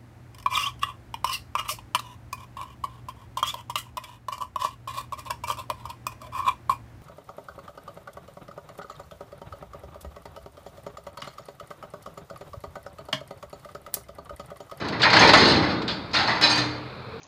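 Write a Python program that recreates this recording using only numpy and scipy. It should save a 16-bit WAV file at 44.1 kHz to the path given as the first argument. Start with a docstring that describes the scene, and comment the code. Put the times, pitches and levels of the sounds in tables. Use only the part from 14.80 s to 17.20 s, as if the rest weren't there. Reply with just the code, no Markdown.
"""In a container yard, a lifting spreader (the crane's gripping frame) jolts against an empty steel
shipping container. A run of blows swells into a booming crash, then the fittings clank a few more times.
Each blow chatters and rings the walls, the frame and the locks. Loose parts click, square hits crack
and slipping steel squeaks. A diesel engine rumbles underneath, and a faint short groan comes at the end."""
import sys
import numpy as np
from scipy import signal
from scipy.fft import irfft
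from scipy.io import wavfile
from scipy.ndimage import uniform_filter1d

SR = 44100
rng = np.random.default_rng(int(sys.argv[2]) if len(sys.argv) > 2 else 0)


def master(y):
    """Save y as 16-bit WAV."""
    cut = np.clip(np.atleast_2d(y).T, -1, 1)
    pcm = np.round(cut * 32767)  # scale
    wavfile.write(sys.argv[1], SR, pcm.astype(np.int16))


N = 105840  # 2.4 seconds

# The engine's low exhaust tones: multiple_of_firing_rate, relative_db
EXHAUST_TONES = [(2, -5.5), (3, -4), (4, -8.5), (5, -5.5), (6, -10.5)]
# Blows on the container: start_s, wall_boom_db, frame_clang_db, lock_ring_db, tick_db, spreader_share
STEEL_BLOWS = [ (0.001, -25, -29.5, -38, -51.5, 0.18), (0.044, -26.5, -32.5, -35, -56, 0.04),
               (0.121, -27.5, -26.5, -35, -57, 0.12), (0.195, -25, -21, -28, -50, 0.06),
               (0.231, -36, -15.5, -22.5, -45, 0.29), (0.251, -27, -12.5, -27, -43, 0.06),
               (0.300, -22.5, -22.5, -24, -49, .2), (0.329, -17, -13, -14, -38, 0),
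               (0.364, -22.5, -15, -22, -39, 0.1), (0.393, -15.5, -14, -12.5, -28.5, 0.2),
               (0.412, -14, -9, -19, -33, 0), (0.439, -22, -22.5, -19, -40, 0.1),
               (0.472, -29, -19, -14.5, -33.5, 0.42), (0.490, -35, -28, -33, -45, 0),
               (0.533, -17.5, -10, -14, -28, 0), (0.570, -15, -18, -12.5, -33.5, 0),
               (0.605, -15.5, -16, -15, -37, 0), (0.642, -15.5, -26, -16, -40, 0.06),
               (0.676, -22, -30, -14, -34.5, 0), (0.700, -19, -24, -20, -55, 0.06),
               (0.742, -21.5, -26, -20.5, -50, 0), (0.821, -35, -22.5, -28, -53, 0.25),
               (0.888, -23.5, -26.5, -29.5, -56, 0.18), (1.078, -33.5, -28, -23.5, -55, 0.26),
               (1.332, -71, -25.5, -21.5, -44, 0.42), (1.342, -47, -20.5, -23, -39.5, 0.27),
               (1.360, -32.5, -23, -21, -41.5, 0), (1.383, -30.5, -20.5, -22, -43, 0.14),
               (1.425, -40, -24, -30, -52, .1), (1.475, -35, -17.5, -27, -42.5, 0.22),
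               (1.491, -31.5, -26, -28, -49, 0.1), (1.550, -55, -26, -33, -54, 0.1),
               (1.612, -51, -21, -21, -37.5, 0.46), (1.622, -31.5, -20, -16, -33, 0.55),
               (1.635, -34, -20.5, -21, -32.5, 1.06), (1.698, -33, -22.5, -19, -30.5, 0.74),
               (1.755, -35, -23.5, -31.5, -36.5, 0.3), (1.778, -28.5, -25, -22, -37.5, 0.54)]
# How the walls, frame, locks and contact point ring, one row each (a fade is the time to drop 60 dB):
# rise_s, early_fade_s, late_fade_s, late_level_db
PART_FADES = [(0.024, 0.22, 1.16, -4.5), (0.011, 0.23, 0.85, -9.5), (0.015, 0.26, 0.89, -18.5),
              (0.00056, 0.14, 0.46, -5.5)]

# How strong each noise is from low to high: pitch_hz, relative_db
ENGINE_FAN_COLOUR = [(25, -20), (53, 1.5), (69, -12), (129, 7.5), (152, -6.5), (209, -4), (227, -3.5),
                     (349, -7), (445, 2), (482, -1.5), (804, -8), (1270, -4), (1950, -15.5), (2420, -9),
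                     (2920, -23), (4150, -12), (5880, -39), (15500, -48.5)]
WALL_COLOUR = [(25, -43), (50, -18), (85, -3.5), (122, -2.5), (175, 1.5), (235, 1), (450, -2.5),
               (700, -6.5), (1500, -12.5), (4000, -73)]
FRAME_COLOUR = [(150, -41), (400, -14), (800, 0.5), (1150, -5), (1400, -3), (1950, -3.5), (2500, -8),
                (3200, -14.5), (5000, -51), (9000, -68)]
LOCK_COLOUR = [(900, -10), (2400, -8), (3100, -7), (3700, -1), (4200, 3), (4700, -3), (5200, -8),
               (5650, -20.5), (7500, -29.5), (10000, -50.5), (14000, -69)]
CONTACT_COLOUR = [(3000, -3), (5600, -1.5), (6400, 4), (7100, -6), (8500, -12.5), (10000, -15.5),
                  (12500, -35), (15500, -39)]
LOOSE_PART_COLOUR = [(2000, 3), (7000, -8.5), (9500, -19), (15500, -27)]
HARD_HIT_COLOUR = [(2000, 11), (2900, 1), (4500, 7.5), (5600, -10.5), (8000, -21), (10000, -56.5),
                   (15500, -56)]

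# Clear tones of struck steel; the wall tones are low and drum-like: pitch_hz, relative_db, fade_s
CONTAINER_TONES = [(886.5, -1.5, 0.57), (958, -8.5, 0.8), (1470, -8, 0.17), (1793, 1, 0.36),
                   (2003, -0.5, 0.61), (3315, -11, 1), (3661, -5.5, 1), (4140, -1, 0.59),
                   (4550, -5.5, 0.66), (5206, -10, 0.8), (6340, -16, 0.47)]
SPREADER_TONES = [(300.7, -6.5, 1.45), (936, -14.5, 0.58), (1375, -4, 0.31), (1798, -7.5, 0.37),
                  (2494, -2, 0.3), (3984, 1.5, 0.33), (4130, -4.5, 0.56), (4550, -1, 0.55),
                  (5017, -12, 0.35), (5130, 1.5, 0.19)]
WALL_TONES = [(121, -8, 0.9), (228, -11, 0.7)]

# Light, dry clicks of loose parts: start_s, level_db
LOOSE_CLICKS = [(0.084, -31.5), (0.396, -36), (1.018, -65), (1.332, -37), (1.611, -21), (1.756, -28),
                (1.776, -24)]
# Hard cracks of steel on steel: start_s, level_db, low_edge_hz
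HARD_CRACKS = [(0.085, -31.5, 2820), (0.218, -17.5, 3060), (0.231, -11, 1400), (0.301, -18, 2200),
               (0.330, -13, 1100), (0.365, -10.5, 1280), (0.492, -9.5, 585), (0.534, -5, 600),
               (1.018, -32, 2370), (1.078, -26, 3150), (1.311, -40.5, 3450), (1.340, -21.5, 808)]
# Steel slipping on steel: start_s, length_s, pitch_hz, level_db
STEEL_SLIPS = [(0.246, 0.042, 1870, -20), (0.391, 0.015, 6390, -22), (0.657, .08, 8400, -47),
               (0.609, 0.14, 6300, -41), (1.34, 0.02, 5700, -35.5), (1.356, 0.018, 3700, -23),
               (1.471, 0.014, 4320, -24), (1.697, 0.041, 6370, -32), (1.701, 0.045, 8470, -41),
               (1.70, 0.1, 4602, -23.5), (1.772, 0.03, 6300, -34)]


def undb(db):
    """Turn decibels into a number to multiply by."""
    return 10 ** (np.asarray(db) / 20)


def unit(x):
    """Scale a sound to an average power of 1."""
    return x / np.sqrt(np.mean(x ** 2))


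def rise(t, rise_s):
    """Build up from 0 towards 1."""
    return 1 - np.exp(-t / rise_s)


def fade(t, fade_s):
    """Die away by 60 dB in fade_s seconds."""
    return np.exp(-np.log(1000) * t / fade_s)


def colour(points, size):
    """Join (pitch_hz, relative_db) points into a strength for every frequency."""
    hz, db = np.array(points).T
    all_hz = np.arange(size // 2 + 1) * SR / size
    return undb(np.interp(np.log(all_hz + 1), np.log(hz), db))


def ripple(spacing_hz, depth_db, size):
    """Random peaks and dips from low to high, kept small so that no single tone whistles."""
    bins = np.arange(size // 2 + 1)
    heights = rng.uniform(-0.8, 1, len(bins))
    return undb(depth_db * np.interp(bins * SR / size / spacing_hz, bins, heights))


def wash(strengths):
    """Countless tones, all out of step, blend into a noise with an average power of 1."""
    return unit(irfft(strengths * np.exp(2j * np.pi * rng.random(len(strengths)))))


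def wander(rate_hz):
    """Drift at random around 0, typically by about 1."""
    step = int(SR / rate_hz)
    return uniform_filter1d(np.repeat(rng.standard_normal(N // step + 1), step), step)[:N]


def add(out, start_s, x):
    """Mix x in from a given time."""
    i = int(start_s * SR)
    out[i:i + len(x)] += x[:max(N - i, 0)]


def diesel_engine(firing_hz=42.95, hum_db=-46, noise_db=-40.5):
    """The exhaust hums low, while engine and fan noise throbs with each firing."""
    phase = 2 * np.pi * np.cumsum(firing_hz * (1 + 0.011 * wander(11))) / SR
    hum = sum(undb(db + 4.1 * wander(36)) * np.sin(round(multiple) * phase + 2 * np.pi * rng.random())
              for multiple, db in EXHAUST_TONES)
    throb = 1 + 0.12 * np.sin(phase)
    noise = wash(colour(ENGINE_FAN_COLOUR, N)) * throb * undb(0.4 * wander(41))
    return undb(hum_db) * unit(hum) + undb(noise_db) * noise


def clear_tones(tones, t, scatter_db=0.5, detune=0.004):
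    """Struck steel rings; each tone's strength, phase and exact pitch vary with where the blow lands."""
    out = np.zeros(len(t))
    for hz, db, fade_s in tones:
        louder, phase, sharper = rng.standard_normal(3)
        wave = np.sin(2 * np.pi * hz * (1 + detune * sharper) * t + phase)
        out += undb(db + scatter_db * louder) * fade(t, fade_s) * wave
    return out


def chatter(ring, rebounds=5, span_s=0.03):
    """The first contact and a few weaker rebounds each set off the same ring."""
    out = ring.copy()
    for when, strength in rng.random((rebounds, 2)):
        lag = 1 + int(when * span_s * SR)
        out[lag:] += 2 * undb(-12) * strength * (1 - when) * ring[:-lag]
    return out


def container_blows(size=65536):
    """Each blow shakes countless tones in every part, drops quickly, then rings on with clear tones."""
    out, t = np.zeros(N), np.arange(size) / SR
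    uneven = ripple(spacing_hz=12, depth_db=3.5, size=size)
    walls, *fittings = [colour(part, size) * uneven
                        for part in (WALL_COLOUR, FRAME_COLOUR, LOCK_COLOUR, CONTACT_COLOUR)]
    shapes = [rise(t, rise_s) * np.hypot(fade(t, early_s), undb(late_db) * fade(t, late_s))
              for rise_s, early_s, late_s, late_db in PART_FADES]
    wall_rise_s = PART_FADES[0][0]
    for start_s, boom_db, clang_db, ring_db, tick_db, share in STEEL_BLOWS:
        # Each spot that is hit favours different groups of tones.
        spot = ripple(spacing_hz=106.6, depth_db=6, size=size)
        parts = [walls] + [part * spot for part in fittings]
        levels_db = (boom_db, clang_db, ring_db, tick_db)
        crash = sum(undb(db) * shape * wash(part) for db, shape, part in zip(levels_db, shapes, parts))
        share = np.clip(share, 0, 1)  # 0 is all container, 1 is all spreader
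        container = (1 - share) * undb(-16.5) * clear_tones(CONTAINER_TONES, t)
        spreader = share * undb(-5) * clear_tones(SPREADER_TONES, t)
        force = np.hypot(undb(clang_db), undb(ring_db))
        ring = force * (container + spreader) * rise(t, rise_s=0.0022)
        boom = undb(boom_db) * clear_tones(WALL_TONES, t) * rise(t, wall_rise_s)
        add(out, start_s, chatter(crash + boom + ring))
    return out


def loose_clicks(size=8192):
    """Small loose parts tick without ringing the container."""
    out, t = np.zeros(N), np.arange(size) / SR
    shape = rise(t, rise_s=0.0009) * fade(t, fade_s=0.044)
    for start_s, db in LOOSE_CLICKS:
        add(out, start_s, undb(db) * shape * wash(colour(LOOSE_PART_COLOUR, size)))
    return out


def hard_cracks(size=8192):
    """Steel meets steel squarely with a hard, dry crack; lighter parts have less low end."""
    out, t = np.zeros(N), np.arange(size) / SR
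    hz = np.arange(size // 2 + 1) * SR / size
    shape = rise(t, rise_s=0.0009) * fade(t, fade_s=0.1)
    for start_s, db, low_edge_hz in HARD_CRACKS:
        low_cut = np.minimum(hz / low_edge_hz, 1) ** 4
        add(out, start_s, undb(db) * shape * wash(colour(HARD_HIT_COLOUR, size) * low_cut))
    return out


def steel_squeaks():
    """Steel faces slip for a moment under load and sing on a rough, wavering pitch."""
    out, waver = np.zeros(N), 1 + 0.009 * wander(700)
    for start_s, length_s, hz, db in STEEL_SLIPS:
        first, count = int(start_s * SR), int(length_s * SR)
        swell = np.sin(np.linspace(0, np.pi, count))
        phase = 2 * np.pi * np.cumsum(hz * waver[first:first + count]) / SR
        add(out, start_s, undb(db) * swell * np.sin(phase))
    return out


def groan(start_s=2.32, length_s=0.08, pitch_hz=452, level_db=-37):
    """A faint, short tone swells and fades."""
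    t = np.arange(N) / SR
    swell = np.sin(np.pi * np.clip((t - start_s) / length_s, 0, 1))
    phase = 2 * np.pi * np.cumsum(pitch_hz * (1 + 0.011 * wander(60.4))) / SR
    return undb(level_db) * swell * np.sin(phase)


def scene():
    """Mix the steel sounds, the engine and the groan into one channel."""
    steel = container_blows() + hard_cracks() + loose_clicks() + steel_squeaks()
    return (steel + diesel_engine() + groan())[None]


def record(dry, low_cut_hz=46, high_cut_hz=15500):
    """Drop the deepest bass, round off the loudest peaks and cut the highest treble."""
    trimmed = signal.sosfilt(signal.butter(4, low_cut_hz, "highpass", fs=SR, output="sos"), dry)
    rounded = trimmed / (1 + trimmed ** 8) ** (1 / 8)
    return signal.sosfilt(signal.ellip(10, 0.1, 80, high_cut_hz, fs=SR, output="sos"), rounded)


dry = scene()
out = record(dry)
master(out)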